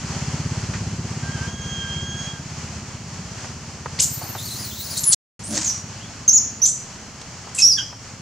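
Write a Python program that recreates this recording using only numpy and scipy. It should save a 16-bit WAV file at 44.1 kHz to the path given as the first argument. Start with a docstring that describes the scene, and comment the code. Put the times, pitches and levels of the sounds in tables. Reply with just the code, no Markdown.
"""A yard with concrete, walls and bushes, where a baby macaque is left behind by its mother.
A pair of microphones hears coos, a long two-voiced squeal, a scuffle in dry leaves and shrill cries.
The voice is vocal-fold phase with roughness and noise; echoes and scattered noise throw it back.
Behind it, paired pulses make a one-cylinder engine thud in the distance, under a shaped-noise hiss.
At the end of the long squeal all sound drops out for a quarter of a second."""
import sys
import numpy as np
from scipy import signal
from scipy.fft import rfft, irfft, next_fast_len
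from scipy.io import wavfile
from scipy.ndimage import uniform_filter1d

SR = 44100
rng = np.random.default_rng(int(sys.argv[2]) if len(sys.argv) > 2 else 0)


def store_pcm(level_fs):
    """Save levels as 16-bit WAV."""
    pcm = np.round(np.clip(level_fs, -1, 1) * 32767).astype(np.int16)
    wavfile.write(sys.argv[1], SR, np.atleast_2d(pcm).T)


N = 362061
TIME = np.arange(N) / SR


def undb(db):
    """Decibels to gain."""
    return 10 ** (np.asarray(db) / 20)


def unit(x):
    """Scale to rms 1."""
    return x / np.sqrt(np.mean(x ** 2) + 1e-20)


def curves(rows, t=TIME):
    """The columns of a table, joined by straight lines at times t."""
    s, *columns = np.transpose(rows)
    return [np.interp(t, s, c) for c in columns]


def filtered(x, points):
    """Filter x by (frequency [Hz], gain [dB]) points, joined along log frequency."""
    hz, db = np.transpose(points)
    size = next_fast_len(x.shape[-1])
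    f = np.maximum(np.fft.rfftfreq(size, 1 / SR), 1)
    gain = undb(np.interp(np.log(f), np.log(hz), db))
    return irfft(rfft(x, size) * gain, size)[..., :x.shape[-1]]


def colour(x, points):
    """Filter x by (frequency [Hz], gain [dB]) points and bring it to rms 1."""
    return unit(filtered(x, points))


def waver(size, rate_hz):
    """Smooth random drift of spread 1, with little left above rate_hz."""
    f = np.fft.rfftfreq(next_fast_len(size + SR), 1 / SR)
    white = rng.standard_normal(2 * len(f) - 2)
    spectrum = rfft(white) / (1 + (f / rate_hz) ** 4)
    return unit(irfft(spectrum))[:size]


def stereo_noise(size, width):
    """Noise common to both sides plus a share that is opposite."""
    mid, side = rng.standard_normal((2, size))
    return unit(mid + width * side * np.array([[1], [-1]]))


def decay(t, t60):
    """Exponential decay that falls 60 dB in t60 seconds."""
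    return np.exp(-np.log(1000) * t / t60)


def add(out, start, x):
    """Mix x into out from a start time on."""
    i = int(start * SR)
    x = x[..., :out.shape[-1] - i]
    out[..., i:i + x.shape[-1]] += x


def panned(x, pan_db):
    """Place x by its level difference, left minus right."""
    return x * undb(np.array([[pan_db], [-pan_db]]) / 2)


# spectrum of the outdoor hiss: (frequency [Hz], relative density [dB per Hz])
HISS_SPECTRUM = [(240, -5), (400, -4), (677, -2), (736, -1.5), (870, -1), (1120, -2), (1760, -4.5),
                 (3110, -7), (3730, -13.5), (4230, -7), (6590, -3.5), (7360, -8), (11000, -34.5),
                 (14300, -45.5), (22000, -120)]
# the hiss settles towards HISS_DB from a louder start, with a time constant in seconds
HISS_DB, HISS_EXTRA_DB, HISS_SETTLE_S = -43.5, 10, 5.12


def air(width=0.51, flicker_db=1.45, rumble_db=-53):
    """Gently stirring outdoor hiss, faint even microphone noise and a low rumble on each side."""
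    hiss_db = HISS_DB + HISS_EXTRA_DB * np.exp(-TIME / HISS_SETTLE_S)
    hiss_db = hiss_db + flicker_db * waver(N, 4.5)
    hiss = undb(hiss_db) * colour(stereo_noise(N, width), HISS_SPECTRUM)
    microphone = undb(-68) * stereo_noise(N, .5)
    low = [(20, -28), (65, -12.5), (120, -4), (300, -16), (2000, -58.5)]
    rumble = undb(rumble_db) * colour(rng.standard_normal((2, N)), low)
    return hiss + microphone + rumble


# the distant engine moves away: (time [s], level [dB])
ENGINE_LEVEL = [(0, -30.5), (1, -27.5), (2.4, -37), (3.5, -37), (5, -40.5), (8.2, -48)]
# the engine eases off a little: (time [s], firing rate [firings per second])
FIRING_RATE = [(0, 16.92), (1, 16.87), (1.4, 16.3), (4.7, 16.3), (5.2, 16.15), (8.2, 16.09)]
# spectrum of the exhaust thuds: (frequency [Hz], relative density [dB per Hz])
EXHAUST_SPECTRUM = [(25, -39.5), (45, -17.5), (65, 1), (85, 0.5), (130, -6), (180, -5.5), (240, -10),
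                    (320, -11), (600, -49), (3000, -90.5)]
# spectrum of the engine's far-off echoes: (frequency [Hz], relative density [dB per Hz])
ENGINE_ECHO_SPECTRUM = [(25, -41), (50, -11.5), (80, -1), (160, -1.5), (220, -3), (320, -15.5),
                        (600, -25.5), (3000, -79.5)]
FIRST_FIRING_S = .047
# echo level at its loudest, and the share of the engine's fading that it follows
ENGINE_ECHO_DB, ENGINE_ECHO_FOLLOW = -33, 0.48


def engine(lead_s=0.00768, lead_db=-5, swing_s=0.00347, scatter_db=1, echo_t60=0.23, loose=0.77):
    """Each firing is a double thud of the exhaust; far-off echoes repeat with it and blur the beat."""
    rate, = curves(FIRING_RATE)
    direct_db, = curves(ENGINE_LEVEL)
    echo_db = ENGINE_ECHO_DB + ENGINE_ECHO_FOLLOW * (direct_db - direct_db.max())
    # one pulse each time the count of firings passes a whole number
    turns = np.cumsum(rate) / SR - FIRST_FIRING_S * rate[0]
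    count = np.floor(turns)
    firings = np.diff(count, prepend=count[0]) * undb(scatter_db * waver(N, 5.4))
    # a weaker puff leads each firing, and the pressure swings back after each puff
    puffs = firings + undb(lead_db) * np.roll(firings, -int(lead_s * SR))
    thuds = colour(puffs - np.roll(puffs, int(swing_s * SR)), EXHAUST_SPECTRUM)
    echoes = 0
    for _ in range(4):  # the shares of four sets of echo paths drift slowly at random
        paths = rng.standard_normal(SR) * decay(TIME[:SR], echo_t60)
        share = np.sin(2 * waver(N, .6))
        echoes = echoes + signal.fftconvolve(firings, paths)[:N] * share
    # noise without the beat loosens the echoes
    throb = colour(unit(echoes) + loose * stereo_noise(N, 0.11), ENGINE_ECHO_SPECTRUM)
    return undb(direct_db) * thuds + undb(echo_db) * throb


# the dash through dry leaves: (time [s], rustle level [dB], footfall level [dB])
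DASH = [(5.42, -48, -74), (5.50, -39.5, -33.5), (5.55, -23.5, -27), (5.58, -23.5, -28.5), (5.62, -26, -44),
        (5.68, -33, -48), (5.80, -38.5, -65)]
# spectrum of the dry leaves: (frequency [Hz], relative density [dB per Hz])
LEAF_SPECTRUM = [(300, -27), (600, -6.5), (1500, -5.5), (3500, -8), (5000, -0.5), (6500, 5), (8000, -1.5),
                 (11000, -29), (15000, -41)]
# spectrum of the feet: (frequency [Hz], relative density [dB per Hz])
FOOT_SPECTRUM = [(100, -28.5), (180, -8), (225, 4), (265, -11), (305, 6), (400, -22.5), (600, -8.5),
                 (1200, -43)]


def scuffle(crackle_db=3, fade_s=.03):
    """Leaves crackle as noise of uneven level over the dull patter of feet."""
    rustle_db, foot_db = curves(DASH)
    inside = np.minimum(TIME - DASH[0][0], DASH[-1][0] - TIME)
    active = np.clip(inside / fade_s + 1, 0, 1)
    crackle = undb(crackle_db * waver(N, 290))
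    leaves = colour(stereo_noise(N, 0.258) * crackle, LEAF_SPECTRUM)
    feet = colour(stereo_noise(N, 0.053), FOOT_SPECTRUM)
    return active * (undb(rustle_db) * leaves + undb(foot_db) * feet)


# paws and food knocking on the concrete:
# (time [s], level [dB], ring frequency [Hz], decay time to -60 dB [s])
KNOCKS = [(.736, -27.5, 1770, 0.12), (3.444, -30.5, 1317, 0.051), (3.859, -18, 1089, 0.031),
          (4.215, -34, 809, 0.33), (4.351, -26, 965, 0.073), (7.215, -31, 4830, .03),
          (7.471, -33.5, 1090, 0.064), (7.926, -31, 980, 0.051)]


def taps(ring=0.72, click_db=-15, top_db=-55):
    """Short dull knocks: a noise burst in one broad resonance with a weak click above it."""
    out, t = np.zeros((2, N)), TIME[:SR // 4]
    for start, db, hz, t60 in KNOCKS:
        body = [(hz / 5, -22), (hz * ring / 2 + hz / 5, -6), (hz, 0),
                (hz * 2, click_db), (9500, click_db - 36), (13000, top_db)]
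        onset = np.minimum(t / 0.00029, 1)
        knock = colour(stereo_noise(len(t), 0.29), body) * decay(t, t60) * onset
        add(out, start, undb(db) * knock)
    return out


# first echoes off floor, statue and walls: (delay [s], left level [dB], right level [dB])
FIRST_ECHOES = [(.0034, -8, -27), (0.0153, -19, -8.5), (0.029, -11.5, -13.5)]


def yard(x, near_db=-10, near_t60=0.42, far_db=-21, far_t60=0.74, build=0.021):
    """A few distinct echoes, then scatter from bushes near and far, which swallow the top treble."""
    t = TIME[:SR]
    response = np.zeros((2, SR))
    bushes = [(500, -39.5), (3000, -3.0), (6500, 1), (9000, 1.0), (14000, -4.0)]
    for db, t60 in [(near_db, near_t60), (far_db, far_t60)]:
        scatter = colour(stereo_noise(SR, 0.36), bushes)
        tail = scatter * decay(t, t60) * (1 - np.exp(-t / build))
        response += undb(db) * unit(tail) / np.sqrt(SR)
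    for delay, *db in FIRST_ECHOES:
        response[:, int(delay * SR)] += undb(db)
    return signal.fftconvolve(x[None], response, axes=1)[:, :N]


def span(start, end, attack, release):
    """The times that a call covers, and a gate with soft edges."""
    t = np.arange(start, end, 1 / SR)
    return t, np.clip(np.minimum((t - start) / attack, (end - t) / release), 0, 1)


def folds(hz, rough, jitter=0.03, jitter_hz=600, tremor=0.0036, strain=0.067):
    """Phase of the vocal folds: a tremor that grows with strain, and fast jitter."""
    shiver = (tremor + strain * np.minimum(rough, .25)) * waver(len(hz), 90)
    pitch = hz * (1 + shiver + jitter * rough * waver(len(hz), jitter_hz))
    return 2 * np.pi * np.cumsum(pitch) / SR


def skirt(phase, width_hz):
    """A band of noise that follows the pitch."""
    return waver(len(phase), width_hz) * np.sin(phase) + waver(len(phase), width_hz) * np.cos(phase)


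def whistle(hz, db, rough, overtone_db=-25, overtone_top_hz=14800, overtone_fade_hz=5000,
            husk_db=4, husk_hz=600, rasp_db=-1, rasp_hz=2200, flutter=0.31, hiss_db=-13):
    """A near-pure whistle that turns husky, then breaks up into a wide rasp as roughness rises."""
    rough = np.clip(rough, 0, 1)
    phase = folds(hz, rough)
    overtone_fade = np.clip((overtone_top_hz - 2 * hz) / overtone_fade_hz, 0, 1)
    overtone = undb(overtone_db) * np.sin(2 * phase) * overtone_fade
    clear = (1 - rough) * (np.sin(phase) + overtone)
    husk = undb(husk_db) * rough * (1 - rough) * skirt(phase, husk_hz)
    wide_rasp = undb(rasp_db) * rough ** 2.0 * skirt(phase, rasp_hz)
    # turbulence in the open mouth spreads far to both sides of the pitch
    mouth = [(1800, -24.5), (3200, 4), (6000, 10), (11500, -2), (15000, -36)]
    hiss = undb(hiss_db) * rough * colour(rng.standard_normal(len(hz)), mouth)
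    shake = 1 + flutter * np.sqrt(rough) * waver(len(hz), 180)
    return np.sqrt(2) * (clear + husk + wide_rasp + hiss) * shake * undb(db)


# spectrum of a coo leaving the mouth:
# (opening [0-1], harmonic 1 level [dB], harmonic 2 level [dB], harmonic 4 level [dB])
MOUTH_COLOUR = [(0, 1.5, -21, -34), (.4, -1.5, -4.5, -16), (.7, -10, -1, -12), (1, -6, -2.5, -2.5)]


def coo(rows, gain_db=-1, edge_s=.012):
    """A low call of three harmonics, brighter as the mouth opens, hoarser as it is pushed louder."""
    t, gate = span(rows[0][0] - edge_s / 2, rows[-1][0] + edge_s / 2, edge_s, edge_s)
    hz, db, opening = curves(rows, t)
    rough = np.clip((db + 32) / 20, .01, .5)
    phase = folds(hz, rough, tremor=0.0016)
    voice = 0
    for harmonic, mouth_db in zip((1, 2, 4), curves(MOUTH_COLOUR, opening)):
        voice = voice + undb(db + gain_db + mouth_db) * np.sin(harmonic * phase)
    return t[0], np.sqrt(2) * voice * gate * (1 + rough * waver(len(t), 400))


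CRY_ATTACK_S, CRY_RELEASE_S = 0.0027, 0.0086
CRY_LATE_BEND = 1.35  # above 1, the pitch holds at first and bends faster towards the end


def cry(start, length, first_hz, middle_hz, last_hz, db, swell_db, rough):
    """A short cry or part of one: the pitch bends through one arc, the level swells or fades evenly."""
    t, gate = span(start, start + length, CRY_ATTACK_S, CRY_RELEASE_S)
    along = (t - start) / length
    arc = np.polyfit([0, .5, 1], [first_hz, middle_hz, last_hz], 2)
    hz = np.polyval(arc, along ** CRY_LATE_BEND)
    return start, gate * whistle(hz, db + swell_db * (along - .5), rough)


RASP_HZ, RASP_ROUGHNESS = 7060, 0.71


def rasp(start, length, db):
    """Harsh sound, so rough that hardly any pitch is left."""
    return cry(start, length, RASP_HZ, RASP_HZ, RASP_HZ, db, 0, RASP_ROUGHNESS)


# the long squeal shoots up to a thin whistle and comes down again: (time [s], pitch [Hz])
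SQUEAL_PITCH = [(3.988, 4400), (4.006, 7200), (4.03, 13300), (4.219, 14300), (4.32, 13200), (4.42, 14500),
                (4.47, 12900), (4.521, 14000), (4.7, 15450), (4.93, 15300), (4.98, 14100), (5.049, 10680),
                (5.115, 9260), (5.129, 7000), (5.148, 6200)]
# loudest at the mouth resonance; harsh at and below it, clear far above
MOUTH_HZ, MOUTH_DB, FALL_DB_PER_OCTAVE, WHISTLE_DB = 7100, -9.5, 32, -42
HARSH_ROUGHNESS, WHISTLE_ROUGHNESS, HARSH_OCTAVES = .72, .15, .33
FALTER_DB, FALTER_HZ = 4.5, 22  # the clear whistle comes and goes


def squeal():
    """The long squeal: distance from the mouth resonance sets its level, height above it its clarity."""
    t, gate = span(SQUEAL_PITCH[0][0], SQUEAL_PITCH[-1][0], CRY_ATTACK_S, CRY_RELEASE_S)
    hz, = curves(SQUEAL_PITCH, t)
    octaves = np.log2(hz / MOUTH_HZ)
    harsh = np.exp(-(np.maximum(octaves, 0) / HARSH_OCTAVES) ** 2)
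    db = np.maximum(MOUTH_DB - FALL_DB_PER_OCTAVE * np.abs(octaves), WHISTLE_DB)
    falter_db = FALTER_DB * (1 - harsh) * waver(len(t), FALTER_HZ)
    rough = WHISTLE_ROUGHNESS + (HARSH_ROUGHNESS - WHISTLE_ROUGHNESS) * harsh
    return t[0], gate * whistle(hz, db + falter_db, rough)


# the lower voice of the voice box, which warbles along with the whistle:
# (time [s], pitch [Hz], level [dB])
LOWER_VOICE = [(4.1, 4495, -43), (4.34, 4410, -49.5), (4.391, 3610, -40.5), (4.461, 4550, -38),
               (4.53, 3800, -38.5), (4.61, 5000, -38), (4.71, 3520, -41.5), (4.8, 3875, -40.5),
               (4.855, 5394, -38.5), (4.88, 4020, -43), (4.905, 5200, -35), (4.958, 3774, -36.5),
               (4.985, 4400, -27.5)]
WARBLE, WARBLE_HZ, UNDERVOICE_ROUGHNESS = 0.033, 21.3, .18  # warble is a share of the pitch


def undervoice(octave_db=-7, beat_db=-6, hiss_db=0, edge_s=.02):
    """A second, unsteady oscillation, with a tone at the distance between it and the whistle."""
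    t, gate = span(LOWER_VOICE[0][0], LOWER_VOICE[-1][0], edge_s, CRY_RELEASE_S)
    hz, db = curves(LOWER_VOICE, t)
    warbling_hz = hz * (1 + WARBLE * waver(len(t), WARBLE_HZ))
    low = folds(warbling_hz, UNDERVOICE_ROUGHNESS, jitter=.22, tremor=.015)
    high = folds(curves(SQUEAL_PITCH, t)[0], UNDERVOICE_ROUGHNESS)
    tones = np.sin(low) + undb(octave_db) * np.sin(2 * low) + undb(beat_db) * np.sin(high - low)
    bursts = unit(undb(4.5 * waver(len(t), 45)))
    breath = [(2500, -12.5), (4500, 1.0), (6800, 6), (9000, -10), (14000, -9.5)]
    hiss = undb(hiss_db) * colour(rng.standard_normal(len(t)), breath)
    return t[0], (np.sqrt(2) * tones * bursts + hiss) * gate * undb(db)


# coos, one table each: (time [s], pitch [Hz], level [dB] before the coo's own gain, mouth opening [0-1])
COO_CALLS = [
    [(1.228, 1570, -41.5, 0.1), (1.35, 1620, -33, 0.22), (1.38, 1530, -41, 0.4), (1.455, 1602, -33, 0),
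     (1.52, 1626, -42.5, 0.96), (1.74, 1614, -32.5, 0.8), (1.85, 1597, -31, 0.32), (2.2, 1633, -35, 0.95),
     (2.33, 1628, -38, 0.61), (2.39, 1588, -41, 0)],
    [(7.77, 1710, -33, 0.6), (7.788, 1615, -21.5, 0.75), (7.812, 1472, -30, .7)],
]
# harsh noise within the squeal: the first row an echo of its loud onset, then two bursts:
# (start [s], length [s], level [dB])
RASP_ROWS = [(4.014, .04, -19), (4.976, .024, -23.5), (5.034, 0.016, -18.5)]
# short cries and parts of cries, each one arc of pitch; 6.617 breaks into a harsher note at 6.653:
# (start [s], length [s], first pitch [Hz], middle pitch [Hz],
# last pitch [Hz], level [dB], swell [dB], roughness [0-1], left minus right [dB])
CRY_ROWS = [(3.984, 0.027, 1750, 2730, 3400, -30.5, 15, 0.13, 6),
            (5.079, 0.033, 9980, 9900, 9350, -21, 0, .05, 0.5),
            (5.113, 0.026, 4940, 4400, 4230, -26.5, -3, 0.37, 0),
            (5.436, 0.099, 7873, 9600, 10700, -35.5, -10, 0.42, -1),
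            (5.642, 0.078, 7180, 5990, 5760, -20.5, 0, 0.28, -1.5),
            (5.99, 0.083, 2645, 3350, 3380, -46.5, 1, 0.2, 5),
            (6.278, .026, 6440, 6205, 4970, -7.5, 0, 0.1, 1),
            (6.329, 0.06, 6590, 6720, 5000, -12, -1, 0.11, -1),
            (6.617, 0.037, 5740, 6080, 5820, -12.5, 6, 0.08, -3.5),
            (6.653, 0.062, 6380, 7700, 7750, -19.5, -22, 0.37, -2),
            (7.545, 0.042, 7650, 7870, 8230, -29, -1.5, 0.65, -1),
            (7.581, 0.028, 2716, 2534, 2850, -24.5, 4, 0.07, 3),
            (7.582, 0.039, 7400, 6670, 6460, -18, 2, 0.66, -1),
            (7.619, .124, 5395, 5700, 4360, -13, -9, 0.11, -2)]
SQUEAL_PAN_DB, COO_PAN_DB = 1, -5.5  # left minus right


def baby():
    """The baby's whole voice, placed left or right and answered by the yard."""
    calls = [(coo(rows), COO_PAN_DB) for rows in COO_CALLS]
    long_squeal = [squeal(), undervoice()] + [rasp(*row) for row in RASP_ROWS]
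    calls += [(call, SQUEAL_PAN_DB) for call in long_squeal]
    calls += [(cry(*row), pan_db) for *row, pan_db in CRY_ROWS]
    voice, direct = np.zeros(N), np.zeros((2, N))
    for (start, call), pan_db in calls:
        add(voice, start, call)
        add(direct, start, panned(call, pan_db))
    return direct + yard(voice)


def scene():
    """Hiss and distant engine behind the scuffle, the knocks and the baby's voice."""
    return air() + engine() + scuffle() + taps() + baby()


# how much the microphone pair widens each part of the spectrum:
# (frequency [Hz], gain of the side signal [dB])
PAIR_WIDTH = [(200, -5.5), (700, -5), (2500, -2.5), (6000, 3), (14000, 9)]


def widen(x):
    """The two microphones differ more in the treble: the side signal is filtered."""
    mid, side = (x[0] + x[1]) / 2, (x[0] - x[1]) / 2
    side = filtered(side, PAIR_WIDTH)
    return np.array([mid + side, mid - side])


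# the brief silence: (start [s], end [s])
SILENCE = (5.147, 5.393)
TOP_HZ = 15700


def record(dry):
    """Everything drops out briefly; peaks are clipped at full scale, then the top is cut."""
    sounding = 1. * ((TIME < SILENCE[0]) | (TIME > SILENCE[1]))
    live = uniform_filter1d(sounding, size=64)  # softens the edges of the silence
    clipped = np.clip(widen(dry) * live, -1, 1)
    top_cut = signal.ellip(10, .2, 70, TOP_HZ, fs=SR, output="sos")
    return signal.sosfilt(top_cut, clipped)


dry = scene()
out = record(dry)
store_pcm(out)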